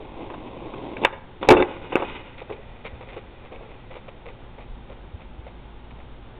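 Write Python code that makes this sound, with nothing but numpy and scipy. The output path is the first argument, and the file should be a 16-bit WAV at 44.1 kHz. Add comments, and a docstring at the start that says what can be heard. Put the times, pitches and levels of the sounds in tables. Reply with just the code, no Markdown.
"""A quiet suburban street. A skateboard rolls up over rough asphalt, its tail pops, and after a flip the
rider lands hard on the overturned deck, each impact exciting its modes. The board slaps down and scrapes
to rest, its wheels whirring on; he walks past in gritty trainers. Trees and houses return a faint echo.
A small camera's narrow-band microphone hears it, overloads on the big blows and catches a little wind."""
import sys
import numpy as np
from scipy import signal
from scipy.fft import rfft, irfft, next_fast_len
from scipy.io import wavfile
from scipy.ndimage import uniform_filter1d

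SR = 44100
rng = np.random.default_rng(int(sys.argv[2]) if len(sys.argv) > 2 else 0)


def to_wav(s):
    """Save 16-bit WAV."""
    ch = np.atleast_2d(s).T  # columns
    pcm = np.round(np.clip(ch, -1, 1) * 32767)  # PCM
    wavfile.write(sys.argv[1], SR, pcm.astype(np.int16))


N = 281797
T = np.arange(N) / SR
SHORT = T[:SR // 3]  # time axis of one contact
TAKEOFF_S, RIDER_ON_S, RIDER_OFF_S = 1.035, 1.48, 1.63

# spectrum of sand crushed against the road: (frequency [Hz], level [dB])
GRIT_SPECTRUM = [(700, -5.5), (1200, -0.5), (1650, -7.5), (2050, 3), (2500, 2), (3100, -7), (3700, -7),
                 (4500, -15.5)]


def undb(db):
    """Decibels to amplitude ratio."""
    return 10 ** (np.asarray(db) / 20)


def unit(x):
    """Normalisation to rms 1."""
    return x / np.sqrt(np.mean(x ** 2))


def burst(x, db=0):
    """Energy normalisation: a transient gets the energy of 10 ms at this level."""
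    return x * undb(db) / np.sqrt(np.sum(x ** 2) / (SR / 100))


def add(out, start_s, x):
    """Superposition of x on out, from start_s on."""
    i = int(start_s * SR)
    out[i:i + len(x)] += x[:N - i]


def butter(x, hz, kind, order=2):
    """Causal low-, high- or band-pass filtering."""
    return signal.sosfilt(signal.butter(order, hz, kind, fs=SR, output="sos"), x)


def resonate(x, hz, q):
    """Second-order resonance with gain 1 at its centre."""
    return signal.lfilter(*signal.iirpeak(hz, q, fs=SR), x)


def resonator_bank(x, modes):
    """Forced response of parallel resonances of alternating polarity, at rms 1."""
    return unit(sum((-1) ** k * undb(db) * resonate(x, hz, hz / width)
                    for k, (hz, width, db) in enumerate(modes)))


def shape(x, spectrum):
    """Zero-phase filtering by a curve of (frequency [Hz], gain [dB])."""
    hz, db = np.transpose(spectrum)
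    size = next_fast_len(len(x) + SR // 20)
    f = np.arange(size // 2 + 1) * SR / size
    gain = undb(np.interp(np.log(f + 1), np.log(hz), db))
    return irfft(rfft(x, size) * gain, size)[:len(x)]


def colour(x, spectrum):
    """Spectral shaping, at rms 1."""
    return unit(shape(x, spectrum))


def wander(per_s):
    """Slow random modulation: ramps between random values, at rms 1."""
    k = int(SR / per_s)
    return unit(uniform_filter1d(np.repeat(rng.standard_normal(N // k + 1), k), k)[:N])


def grains(size, per_s, spread_db):
    """Shot noise: random tiny contacts of uneven strength."""
    hits = rng.random(size) < per_s / SR
    signs = rng.choice([-1, 1], size)
    return unit(hits * signs * undb(spread_db * np.minimum(rng.exponential(size=size), 4)))


def held(start_s, end_s, attack_s, release_s):
    """Envelope with linear attack, hold and exponential release."""
    return np.clip((T - start_s) / attack_s, 0, 1) * np.exp(-np.maximum(T - end_s, 0) / release_s)


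def rise_and_decay(decay_s):
    """Double-exponential envelope of a transient."""
    return np.exp(-SHORT / decay_s) - np.exp(-4 * SHORT / decay_s)


def tone(hz, db, drift, waver_db):
    """A sinusoid under slow random frequency and amplitude modulation."""
    phase = 2 * np.pi * np.cumsum(hz * (1 + drift * wander(11))) / SR
    return np.sqrt(2) * undb(db + waver_db * wander(2.4)) * np.sin(phase)


def ambience(air_db=-46, drone_rise_s=4.65):
    """Ambient noise: a broadband wash, a faint hum and a drone like a far engine that steps up once."""
    # distant outdoor wash: (frequency [Hz], level [dB])
    air_spectrum = [(50, -17), (120, 2.5), (200, -1), (350, -4), (550, -7.5), (850, -6), (1100, -12),
                    (1500, -12.5), (2500, -16.5), (3600, -18.5), (5000, -32)]
    # partials of the hum: (frequency [Hz], level [dB])
    hum_partials = [(119, -55.5), (240, -60), (362, -63)]
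    air = undb(air_db + 0.31 * wander(7)) * colour(rng.standard_normal(N), air_spectrum)
    hum = sum(tone(hz, db, drift=0.00799, waver_db=2) for hz, db in hum_partials)
    drone = tone(hz=54, db=np.where(T < drone_rise_s, -55.5, -45), drift=0.06, waver_db=1.4)
    return air + hum + drone


def wind(rumble_db=-43, gust_db=0.5):
    """Turbulence: a breeze's pressure fluctuations rumble and bump on the microphone."""
    # spectrum of the rumble: (frequency [Hz], level [dB])
    rumble_spectrum = [(15, 4), (26, 0.5), (36, 2), (51, 0.5), (70, -6.5), (100, -4), (200, -32.5)]
    # single pressure bumps: (time [s], peak level [dB], frequency [Hz])
    buffets = [(2.941, -30, 69.4), (4.718, -27.5, 30.2), (5.148, -26.5, 77), (5.399, -30, 80)]
    pressure = undb(rumble_db + gust_db * wander(1.377)) * colour(rng.standard_normal(N), rumble_spectrum)
    for time_s, db, hz in buffets:
        cycles = (T - time_s) * hz
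        pressure -= undb(db) * np.cos(2 * np.pi * cycles) * np.exp(-2 * cycles ** 2)
    return pressure


def street_echo(x, scatter_db=-25, t60_s=0.76, echo_db=-27, delay_s=0.076, smear_s=0.022):
    """Reflection and scattering: trees and houses add a thin tail and one smeared echo to x."""
    # spectrum of the reflections: (frequency [Hz], level [dB])
    reflected = [(100, -7.5), (350, -2.5), (900, -0.5), (1600, -1.5), (2600, -11.5), (4000, -9.5)]
    t = T[:SR]
    tail = np.exp(-np.log(1000) * t / t60_s) * (1 - np.exp(-t / 0.0067))
    scatter = colour(rng.standard_normal(SR), reflected) * tail
    smear = (t > delay_s) * np.exp(-np.abs(t - delay_s) / smear_s)
    echo = colour(rng.standard_normal(SR), reflected) * smear
    response = (undb(scatter_db) * unit(scatter) + undb(echo_db) * unit(echo)) / np.sqrt(SR)
    return x + signal.fftconvolve(x, response)[:N]


def spinning_wheels(stop_s=5.2):
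    """Free rotation: ticking balls excite the bearings' resonances, fading as friction slows the wheels."""
    # resonances of the bearings: (frequency [Hz], bandwidth [Hz], gain [dB])
    bearing_modes = [(547, 180, 3), (1956, 140, 1.5), (2460, 160, 0.5), (3570, 130, -7)]
    speed = np.clip((stop_s - T) / (stop_s - TAKEOFF_S), 0, 1)
    whirr = resonator_bank(grains(N, per_s=2700, spread_db=3.5), bearing_modes)
    return undb(-46) * speed * whirr * (T > RIDER_OFF_S)


def footsteps(onset_s=0.0031, toe_db=-7):
    """Impact and granular crushing: a rubber sole claps down, heel then forefoot, and grinds sand."""
    # footfalls, scuffs and one pebble tick:
    # (time [s], sole level [dB], grit level [dB], contact time scale [s])
    contacts = [(2.376, -41, -37, 0.011), (2.417, -34.5, -44.5, .003), (2.496, -25.5, -37.5, .016),
                (2.846, -35, -31.5, .009), (3.009, -37.5, -43, 0.0092), (3.074, -41.5, -39, .014),
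                (3.127, -40, -41.5, .007), (3.164, -31.5, -39.5, .008), (3.438, -40.5, -45.5, .01),
                (3.513, -34.5, -41, 0.02), (3.599, -35.5, -43, .06), (3.905, -37, -41, .016),
                (3.954, -36, -41.5, .009), (4.081, -37, -41, .0039), (4.257, -35, -39, .015),
                (4.58, -38, -42.5, .016), (4.895, -37.5, -45.5, .012), (5.202, -43.5, -46, .008),
                (5.467, -39, -46.5, .006), (5.907, -73, -46.5, .0023), (5.986, -45.5, -49.5, .01)]
    out = np.zeros(N)
    for time_s, sole_db, grit_db, contact_s in contacts:
        sole_hz = 518 * 2 ** (-0.03 * (sole_db + 37.5))  # a heavier step flattens more rubber: lower pitch
        release = np.exp(-SHORT / (2 * contact_s) - (SHORT / (4 * contact_s)) ** 2)
        pressure = (1 - np.exp(-SHORT / onset_s)) * release
        tap = burst(signal.unit_impulse(len(SHORT)), 2) * np.exp(-contact_s / 0.01)  # brisk steps tap most
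        for lag_s, part_db in [(0, 0), (1.5 * contact_s, toe_db)]:
            force = burst(pressure * grains(len(SHORT), per_s=1200, spread_db=-1)) + tap
            slap = butter(force, [300, 1050], "band")
            sole = burst(resonate(slap, sole_hz, q=3)) + burst(slap, -8)
            sand = colour(pressure * grains(len(SHORT), per_s=730, spread_db=3), GRIT_SPECTRUM)
            add(out, time_s + lag_s, burst(sole, sole_db + part_db) + burst(sand, grit_db))
    return out


def rolling_wheels(start_db=-39, nearing_db_per_s=4.5, push_s=1, push_db=10.5, lift_db_per_s=517):
    """Roughness excitation: wheels drum on asphalt, louder as they near and are pressed, silent aloft."""
    # spectrum of hard wheels on stones: (frequency [Hz], level [dB])
    wheel_spectrum = [(80, -9.5), (200, -3), (310, 4.5), (450, -2), (650, -2.5), (850, -5), (1080, -5.5),
                      (1200, -17), (1700, -25.5), (2100, -15), (2550, -15), (3000, -20.5), (3650, -18.5),
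                      (4500, -30.5)]
    stones = grains(N, per_s=1500, spread_db=2.5) * undb(1.13 * wander(25))
    push = np.clip((T - push_s) / (TAKEOFF_S - push_s), 0, 1)
    lift_db = lift_db_per_s * np.maximum(T - TAKEOFF_S, 0)
    run_up = undb(start_db + nearing_db_per_s * T + push_db * push - lift_db)
    # the wheels meet the road just before the feet land
    touch = undb(-30) * held(1.411, 1.49, attack_s=0.0021, release_s=0.012)
    return colour(stones, wheel_spectrum) * (run_up + touch)


def deck_response(force, decay_s, detune=0.0027):
    """Modal synthesis: a force rings the deck's modes, which die fast and vary a little in pitch."""
    # modes of the deck with its trucks: (frequency [Hz], 60 dB decay time [s], level [dB])
    deck_modes = [(240, 0.18, -45), (324, 0.12, -13.5), (365, 0.39, 0.5), (442, 0.11, -1.5),
                  (515, 0.03, -2), (557, 0.071, 2.5), (691, 0.036, -18.5), (790, .045, -26),
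                  (860.5, 0.1, -3), (909, 0.14, -4.5), (995, 0.018, 5), (1114, .04, -3.5),
                  (1252, 0.0872, -3.5), (1440, 0.054, -5), (1538, 0.064, -4.5), (1526, 0.09, -9.5),
                  (1770, .05, -26.5), (2009, 0.07, -11.5), (2256, 0.021, -11), (2290, 0.026, -3.5),
                  (2577, 0.034, -7), (2675, 0.014, -2.5), (2960, 0.0498, -24.5), (2990, 0.042, -21),
                  (3550, 0.028, 1), (3570, 0.12, -20)]
    shifts = 1 + detune * rng.standard_normal(len(deck_modes))
    ring = sum(undb(db - 60 * SHORT / t60) * np.sin(2 * np.pi * hz * shift * SHORT)
               for (hz, t60, db), shift in zip(deck_modes, shifts))
    return signal.fftconvolve(force, ring * np.exp(-SHORT / decay_s))[:len(force)]


def scraping_deck(attack_s=0.005, hiss_db=-8):
    """Stick-slip friction: the overturned deck mutters in its modes while its edge rasps on the road."""
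    # slides of the deck: (time [s], duration [s], release [s], rub level [dB], rasp level [dB])
    slides = [(1.513, 0.11, .012, -19.5, -43), (1.643, 0.12, 0.038, -40, -42.5),
              (1.812, 0.18, 0.023, -38.5, -43), (2.033, .15, 0.079, -40.5, -37.5)]
    # resonances of the scraping edge: (frequency [Hz], bandwidth [Hz], gain [dB])
    edge_modes = [(900, 150, 1), (1500, 140, -3), (2050, 280, -3.5), (2510, 63, 6.5), (2900, 110, 1.5),
                  (3730, 230, -5.5)]
    rub, rasp = np.zeros((2, N))
    for time_s, duration_s, release_s, rub_db, rasp_db in slides:
        pressure = held(time_s, time_s + duration_s, attack_s, release_s)
        rub += undb(rub_db) * pressure
        rasp += undb(rasp_db) * pressure
    slips = grains(N, per_s=1300, spread_db=-0.5) * undb(2.3 * wander(44.6))
    wood = butter(deck_response(slips, decay_s=0.009), 1000, "low", order=1)
    edge = resonator_bank(slips, edge_modes) + undb(hiss_db) * colour(slips, GRIT_SPECTRUM)
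    return rub * unit(wood) + rasp * edge


def board_impacts(push_s=0.0024, rattle_s=0.017):
    """Impact excitation: a short contact drives the deck with one push, a long one mostly with chatter."""
    # knocks: (time [s], body level [dB], contact pitch [Hz], crack level [dB], chatter decay [s])
    knocks = [(.301, -31.5, 506, -54, .004), (.338, -34, 800, -58.5, 0.0052),
              (0.737, -33, 600, -48, 0.0046), (0.9686, -33.5, 820, -30.5, 0.0014),
              (1.0352, -20.5, 448, -29, .004), (1.0483, -10.5, 901, -9, 0.0036),
              (1.429, -21, 650, -46, .003), (1.488, -2, 510, -8, 0.00287), (1.5036, -0.5, 459, -11, 0.0048),
              (1.511, -3, 450, -24, .0035), (1.5219, -5.5, 386, -25, .003), (1.566, -15.5, 725, -22, 0.012),
              (1.6025, -16, 413, -35.5, 0.0033), (1.6245, -19, 560, -18.5, 0.00083),
              (1.9205, -23, 564, -29.5, 0.01), (1.9555, -11, 548, -18.5, .0016),
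              (1.996, -24.5, 600, -33.5, 0.0098), (2.0216, -19.5, 650, -41, 0.0054)]
    out = np.zeros(N)
    for time_s, body_db, contact_hz, crack_db, chatter_s in knocks:
        # under the rider the deck rings longer, and his weight adds thump
        loaded = RIDER_ON_S < time_s < RIDER_OFF_S
        decay_s, thump_db = (0.025, -16.5) if loaded else (0.007, -25.5)
        chatter = rng.standard_normal(len(SHORT)) * rise_and_decay(chatter_s)
        push = burst(signal.unit_impulse(len(SHORT)), 6) * np.exp(-chatter_s / push_s)
        force = push + burst(chatter)
        rattle = grains(len(SHORT), per_s=400, spread_db=-1.5) * rise_and_decay(rattle_s)
        wood = deck_response(force, decay_s)
        # soles, wheels and loose, rattling trucks fill the gaps between the deck's modes
        fill = burst(butter(force, [280, 2500], "band"), -6)
        fill += burst(butter(rattle, [280, 2500], "band"), -5)
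        body = resonate(burst(wood) + fill, contact_hz, q=1)
        # the hard edge of the contact radiates directly, beside the high modes
        crack = burst(butter(wood, [1750, 3100], "band", order=3))
        crack += burst(butter(force, [1200, 3500], "band"), -11)
        thump = butter(butter(force, 190, "low", order=3), 80, "high", order=1)
        add(out, time_s, burst(body, body_db) + burst(crack, crack_db) + burst(thump, body_db + thump_db))
    return out


def scene():
    """Superposition: board and rider, with their echo, over the ambience and wind."""
    direct = board_impacts() + rolling_wheels() + scraping_deck() + spinning_wheels() + footsteps()
    return (street_echo(direct) + ambience() + wind())[None]


def record(dry):
    """Band limiting and overload: the microphone loses treble, loud blows clip, a low-pass follows."""
    # frequency response of the microphone channel: (frequency [Hz], gain [dB])
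    mic_response = [(300, -1.5), (540, 0), (620, -3), (710, -2.5), (830, -0.5), (1480, -3), (1720, -6),
                    (1950, -4), (3000, -3.5), (3680, -3.5), (3850, -7), (4000, -17), (4250, -14),
                    (4450, -26), (4800, -63.5)]
    clipped = np.clip(shape(dry[0], mic_response), -0.7, 0.7)
    low_pass = signal.ellip(8, 0.2, 70, 16300, fs=SR, output="sos")
    return signal.sosfilt(low_pass, clipped)[None]


dry = scene()
out = record(dry)
to_wav(out)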